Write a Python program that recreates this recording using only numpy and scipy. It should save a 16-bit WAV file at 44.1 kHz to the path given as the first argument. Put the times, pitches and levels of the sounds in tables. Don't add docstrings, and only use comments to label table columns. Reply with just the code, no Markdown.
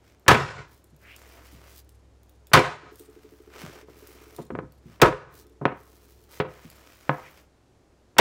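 import sys
import numpy as np
from scipy import signal
from scipy.fft import rfft, irfft, next_fast_len
from scipy.io import wavfile
from scipy.ndimage import uniform_filter1d, minimum_filter1d, map_coordinates

SR = 44100
rng = np.random.default_rng(int(sys.argv[2]) if len(sys.argv) > 2 else 0)


def wav_record(signal):
    frames = np.transpose(np.atleast_2d(signal))
    bounded = np.clip(frames, -1, 1)
    quanta = np.round(bounded * 32767).astype(np.int16)
    wavfile.write(sys.argv[1], SR, quanta)


N = 361708
CLOCK = np.arange(N) / SR
T = np.arange(SR * 3 // 4) / SR

# start in seconds, level in dB, wet smack in dB against the level,
# dull above in Hz, bass in dB, hollow boom in dB, tail delay in seconds, tail slap in dB.
SLAM_EVENTS = [(0.280, 6.5, -8, 2405, 2, -1.5, 0.067, 1.5), (2.533, 4, -8.5, 2436, -1, -8.5, 0.038, 7),
               (5.016, 6.5, -11, 1514, 1, 6, .049, -10.5), (8.183, 4, -8, 2260, -5.5, 4, .05, -11)]
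# centre in Hz, width in Hz, lift in dB.
BOARD_MODES = [(119, 14, 4.5), (144.4, 26, 11.5), (234, 10, -3), (373, 200, 1.5), (422, 16, 6.5),
               (512.7, 8.1, 6.5), (705, 17, 4), (957, 58, 3.5), (1050, 43, 1), (1255, 32, 4),
               (1476, 60, -3), (1687, 20, -3), (2310, 17, -0.5)]
# frequency in Hz, gain in dB.
THUD_COLOUR = [(25, -18), (50, 0), (130, -3), (230, -4), (420, -1), (700, -2), (1400, 1), (2500, -3),
               (6000, -3.5)]
# frequency in Hz, gain in dB.
SMACK_COLOUR = [(200, -20), (900, 4), (2000, 2.5), (5000, -3), (8000, -8.5), (12000, -17.5), (16000, -7.5)]
# frequency in Hz, gain in dB.
SLAP_COLOUR = [(40, -17), (120, -4.5), (230, 2), (330, 2.5), (700, 2), (1300, 1), (2500, 0), (6000, -4.5)]
# start in seconds, level in dB, dull above in Hz,
# contact in seconds, bass in dB, hollow boom in dB.
PAT_EVENTS = [(3.884, -41, 1500, 0.0075, 4, 7), (4.385, -29, 1000, .011, 4, 7.5),
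              (5.613, -27.5, 1150, 0.023, 7.5, 6.5), (5.654, -6, 2155, 0.0035, -2, 0),
              (6.401, -13.5, 2900, 0.0068, 8.5, 1.5), (7.0937, -6.5, 1975, 0.0024, -2.5, -3.5)]
# start in seconds, level in dB.
LOW_THUDS = [(0.92, -50), (1.527, -45.5), (3.633, -36.5), (4.392, -37.5), (4.518, -30), (4.621, -36.5),
             (4.853, -42), (6.644, -41.5)]
# start in seconds, end in seconds, rub or rustle in dB ahead of a common trim, crackle in dB.
MOVEMENTS = [(0, 0.18, -62, -102), (0.98, 1.807, -58, -61), (2.976, 3.534, -65.5, -69),
             (3.49, 3.844, -47.5, -67), (3.854, 4.477, -58, -61), (4.81, 5.023, -61.5, -72),
             (5.736, 6.31, -72.5, -61.5), (6.278, 6.436, -53, -52), (6.455, 7.47, -57, -62)]
# frequency in Hz, gain in dB.
RUB_COLOUR = [(150, -13.5), (350, 3), (750, -2.5), (1300, -0.5), (2500, -6), (4000, -12), (6000, -12.5),
              (10000, -21.5), (16000, -18)]
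# start in seconds, end in seconds, first pitch in Hz,
# last pitch in Hz, level in dB that the swell reaches at the end, ahead of the movement's own shape.
WIPES = [(0.99, 1.178, 1450, 2930, -41), (7.2, 7.314, 2400, 1945, -40)]
# start in seconds, crackle in dB.
STICKY_PULLS = [(0.66, -61.5), (1.66, -53), (2.899, -58), (5.288, -57)]
# frequency in Hz, gain in dB.
CRACKLE_COLOUR = [(2000, -12.5), (5000, -7), (9000, -9.5), (13000, -6.5), (16000, -2.5)]
# start in seconds, level in dB ahead of a common trim.
THICK_STRANDS = [(0.842, -39.5), (1.164, -30.5), (1.892, -38), (2.47, -34.5), (2.957, -34), (2.996, -30.5),
                 (4.072, -31), (4.364, -28), (6.701, -30.5)]
# first tap in seconds, first gap in seconds, level in dB, fade in dB per second.
ROCKING_BOUTS = [(2.831, .0855, -37, 4), (5.336, .058, -45, 12)]
# frequency in Hz, level in dB, time to fall 60 dB in seconds.
ROCKER_MODES = [(286, -10.5, 0.18), (358, -4.5, 0.098), (431, -4.5, 0.15)]
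# frequency in Hz, time to fall 60 dB in seconds.
ROOM_DECAY = [(60, 0.49), (200, 0.24), (500, .35), (1200, 0.39), (3000, .38), (7000, 0.42), (15000, 0.23)]
# frequency in Hz, gain in dB.
AIR_COLOUR = [(25, -17.5), (62, -9), (125, -11.5), (220, -14), (350, -11), (600, -18), (1400, -27),
              (3000, -33.5), (7000, -36.5), (16000, -52.5)]
# time in seconds, level in dB ahead of a common lift.
HUM_SWELL = [(0, -65.5), (0.8, -62), (1.55, -54.5), (3.1, -63), (4.2, -58), (6.1, -60), (8.2, -68.5)]
# frequency in Hz, relative level in dB.
HUM_PITCHES = [(64.5, 0), (104, -8.5)]


def slams(land=0.013, sag=0.015, spread=0.045, smack_life=0.0083, smack_rise=0.0016, lumps_db=3, wet_db=-7):
    out = np.zeros(N)
    low = lambda hz: 1 / (1 + (hz / 400) ** 4)
    for s, db, smack_db, dull_hz, bass_db, boom_db, _, _ in SLAM_EVENTS:
        smack_shape = np.exp(-T / smack_life) * (1 - np.exp(-T / smack_rise))
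        smack = amp(smack_db) * noise(SMACK_COLOUR, len(T)) * smack_shape
        lumps = amp(lumps_db * wobble(250)[:len(T)])
        force = rng.standard_normal(len(T)) * lumps * np.exp(-(T / spread) ** 2)
        landing = even(force * (1 - np.exp(-(T / land) ** 2)))
        sagging = even(force * (1 - np.exp(-(T / sag) ** 2)))
        load = landing + filtered(sagging - landing, low)
        body = strike_board(load, THUD_COLOUR, softness(dull_hz, bass_db, steep=4.0), boom_db)
        body *= np.sqrt(spread * SR / 2) / np.linalg.norm(body)
        add(out, s, amp(db) * in_kitchen(smack + body, wet_db))
    return out


def flaps(graze_lead=.016, graze_db=-34.5, rebound=.11, rebound_db=-10):
    out = np.zeros(N)
    for s, *_, tail_s, tail_db in SLAM_EVENTS:
        add(out, s - graze_lead, amp(graze_db) * knock(contact=0.012, dull_hz=2450, bass_db=-5))
        add(out, s + tail_s, amp(tail_db) * knock(contact=.012, dull_hz=2850, bass_db=-1))
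        add(out, s + rebound, amp(rebound_db) * knock(contact=0.0045, dull_hz=2040, bass_db=-25.5))
    return out


def pats():
    out = np.zeros(N)
    for s, db, dull_hz, contact, bass_db, boom_db in PAT_EVENTS:
        blow = knock(contact, dull_hz, bass_db, boom_db, thump_db=0, thump_life=0.0094, thump_hz=670, wet_db=-9)
        add(out, s, amp(db) * blow)
    return out


def low_thuds():
    out = np.zeros(N)
    for s, db in LOW_THUDS:
        add(out, s, amp(db) * knock(contact=0.025, dull_hz=270, bass_db=9, thump_life=.015))
    return out


def clatter(first_s=4.504, first_gap=.048, shrink=.76, level_db=-24, swell_db=2, count=3):
    out = np.zeros(N)
    for k in range(count):
        s = first_s + first_gap * (1 - shrink ** k) / (1 - shrink)
        blow = knock(contact=0.0036, dull_hz=1750, bass_db=3, boom_db=7,
                     thump_db=-4.5, thump_life=.014, thump_hz=475, wet_db=-10)
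        add(out, s, amp(level_db + swell_db * k) * blow)
    return out


def rubbing(rub_db=-1, uneven_db=2, bounce=0.12, comb_hz=2680, stick_db=-6, stick_rate=60):
    jerks = amp(2.5 * wobble(300))
    comb = lambda hz: 1 + bounce * np.exp(-2j * np.pi * hz / comb_hz)
    hiss = noise(RUB_COLOUR, N, comb) * jerks
    slips = (rng.random(N) < stick_rate / SR) * rng.standard_normal(N)
    slips = unit(filtered(slips, lambda hz: causal(amp(along(RUB_COLOUR, hz)))))
    rub = hiss + amp(stick_db) * slips
    lows = filtered(rub, lambda hz: 1 / (1 + (hz / 2200) ** 4))
    rub = lows * amp(uneven_db * wobble(13)) + (rub - lows) * amp(uneven_db * wobble(28))
    pressure = sum(amp(db) * movement(start, end) for start, end, db, _ in MOVEMENTS)
    return in_kitchen(amp(rub_db) * rub * pressure, wet_db=-10.5)


def scrapes(width_hz=550, swell_db=17):
    out = np.zeros(N)
    for start, end, first_hz, last_hz, db in WIPES:
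        band = unit(filtered(rng.standard_normal(N), lambda hz: 1 / (1 + (hz / width_hz) ** 2)))
        pitch = np.interp(CLOCK, [start, end], [first_hz, last_hz])
        phase = 2 * np.pi * np.cumsum(pitch) / SR
        swell = amp(np.interp(CLOCK, [start, end], [db - swell_db, db]))
        out += band * np.sin(phase) * movement(start, end) * swell
    return out


def peeling(grain_rate=700, clump_db=3, pull=0.18):
    bonds = (rng.random(N) < grain_rate / SR) * rng.standard_normal(N) * amp(clump_db * wobble(30))
    crackle = filtered(bonds, lambda hz: amp(along(CRACKLE_COLOUR, hz)))
    crackle = unit(in_kitchen(crackle, wet_db=-1.5))
    moved = sum(amp(db) * movement(start, end) for start, end, _, db in MOVEMENTS)
    pulled = sum(amp(db) * movement(start, start + pull) for start, db in STICKY_PULLS)
    return crackle * (moved + pulled)


def snaps(trim_db=-9, thin_db=-45, scatter_db=4, count=20):
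    out = np.zeros(N)
    tear = np.exp(-T / .0018)
    tick_colour = [(1000, -21.5), (3500, -4.5), (8000, -3), (16000, 0)]  # Hz, dB
    thin = [(when * N / SR, thin_db + scatter_db * (2 * size - 1)) for when, size in rng.random((count, 2))]
    for s, db in THICK_STRANDS + thin:
        add(out, s, amp(db + trim_db) * noise(tick_colour, len(T)) * tear)
    return in_kitchen(out, wet_db=-1.5)


def rocking(count=23, quicken=.00138, rise=.004):
    out, k = np.zeros(N), np.arange(count)
    for first, gap, db, fade_db in ROCKING_BOUTS:
        for s in first + gap * k - quicken * k ** 2 / 2:
            tap = ring(ROCKER_MODES) * (1 - np.exp(-T / rise))
            add(out, s, amp(db - fade_db * (s - first)) * tap)
    return out


def background(air_db=-62, lift_db=1):
    hum = 0
    for hz, db in HUM_PITCHES:
        hum = hum + amp(db + 0.73 * wobble(26)) * np.sin(2 * np.pi * hz * CLOCK + 0.86 * wobble(6.8))
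    swell = amp(lift_db + np.interp(CLOCK, *np.transpose(HUM_SWELL)))
    return amp(air_db) * noise(AIR_COLOUR, N) + swell * unit(hum)


def knock(contact, dull_hz, bass_db, boom_db=0, thump_db=-1, thump_life=0.018, thump_hz=480, wet_db=-7):
    thump = filtered(patter(thump_life), lambda hz: causal(1 / (1 + (hz / thump_hz) ** 4)))
    load = patter(contact) + amp(thump_db) * thump
    blow = strike_board(load, SLAP_COLOUR, softness(dull_hz, bass_db, steep=7.1), boom_db)
    blow *= np.sqrt(contact * SR / 2) / np.linalg.norm(blow)
    return in_kitchen(blow, wet_db, dull_hz=2200, walls_db=3)


def strike_board(load, colour, weight, boom_db):
    gain = lambda hz: amp(along(colour, hz)) * weight(hz) * boom(hz, boom_db)
    return filtered(load, lambda hz: causal(gain(hz)) * board(hz))


def board(hz):
    return 1 + sum(amp(db) * 1j * hz * width / (centre ** 2 - hz ** 2 + 1j * hz * width)
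                   for centre, width, db in BOARD_MODES)


def boom(hz, db, centre_hz=430, width_hz=170):
    return amp(db * np.exp(-((hz - centre_hz) / width_hz) ** 2))


def softness(dull_hz, bass_db, steep, bass_hz=230):
    return lambda hz: amp(bass_db / (1 + (hz / bass_hz) ** 4)) / np.sqrt(1 + (hz / dull_hz) ** steep)


def patter(life):
    burst = even(rng.standard_normal(len(T)) * np.exp(-T / life), size=90)
    return burst / np.linalg.norm(burst)


def movement(start, end, edge=0.058, arch_db=3.5):
    progress = np.clip((CLOCK - start) / (end - start), 0, 1)
    edges = np.clip(np.minimum(CLOCK - start, end - CLOCK) / edge, 0, 1)
    return edges * amp(-arch_db * (2 * progress - 1) ** 2)


def ring(modes):
    return sum(amp(db + rng.normal()) * fade(t60) * np.sin(2 * np.pi * (hz * T + rng.random()))
               for hz, db, t60 in modes)


def in_kitchen(sound, wet_db, dull_hz=14000, build=0.00057, walls_db=5.5):
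    hz, t, z = signal.stft(rng.standard_normal(len(T)), SR, nperseg=256)
    decay = np.exp(-np.log(1000) * t / along(ROOM_DECAY, hz)[:, None])
    tail = signal.istft(z * decay, SR, nperseg=256)[1][:len(T)]
    bunching = np.interp(T, np.linspace(0, T[-1], num=110), rng.standard_normal(size=110))
    tail = tail * (1 - np.exp(-T / build)) * amp(walls_db * bunching)
    tail = filtered(tail / np.linalg.norm(tail), lambda hz: 1 / np.hypot(1, hz / dull_hz))
    return sound + amp(wet_db) * signal.fftconvolve(sound, tail)[:len(sound)]


def amp(db):
    return 10 ** (np.asarray(db) / 20)


def unit(x):
    return x / np.sqrt(np.mean(x ** 2) + 1e-20)


def along(points, hz):
    f, v = np.transpose(points)
    return np.interp(np.log(hz + 1), np.log(f + 1), v)


def filtered(x, response):
    size = next_fast_len(len(x) + 8192)
    return irfft(rfft(x, size) * response(np.fft.rfftfreq(size, 1 / SR)), size)[:len(x)]


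def causal(gain):
    cepstrum = irfft(np.log(np.maximum(gain, 1e-6)))
    half = len(cepstrum) // 2
    cepstrum[1:half] *= 2
    cepstrum[half + 1:] = 0
    return np.exp(rfft(cepstrum))


def even(burst, size=40):
    z = rfft(burst)
    power = np.abs(uniform_filter1d(np.abs(z) ** 2, size=size))
    return irfft(z * causal(np.sqrt(power.mean() / power)), len(burst))


def noise(spectrum, size, weight=lambda hz: 1):
    return unit(filtered(rng.standard_normal(size), lambda hz: amp(along(spectrum, hz)) * weight(hz)))


def wobble(rate):
    return map_coordinates(rng.standard_normal(2048), [CLOCK * rate], mode="wrap")


def fade(t60):
    return np.exp(-np.log(1000) * T / t60)


def add(track, s, sound):
    part = track[round(s * SR):][:len(sound)]
    part += sound[:len(part)]


def scene():
    blows = slams() + flaps() + pats() + low_thuds() + clatter()
    handling = rubbing() + scrapes() + peeling() + snaps()
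    return (blows + handling + rocking() + background())[None]


def record(dry, limit_db=-7, hold=0.14, release=0.14, knee=5, top_hz=15800):
    x = dry[0]
    power = np.abs(uniform_filter1d(x ** 2, size=180))
    needed_db = np.minimum(0, limit_db - 10 * np.log10(power + 1e-12))
    held, eased = int(hold * SR), int(release * SR)
    held_db = minimum_filter1d(needed_db, held, origin=(held - 1) // 2, mode="nearest")
    eased_db = uniform_filter1d(held_db, eased, origin=(eased - 1) // 2, mode="nearest")
    x = x * amp(np.minimum(held_db, eased_db))
    x = x / (1 + np.abs(x) ** knee) ** (1 / knee)
    return filtered(x, lambda hz: 1 / (1 + (hz / top_hz) ** 160))[None]


dry = scene()
out = record(dry)
wav_record(out)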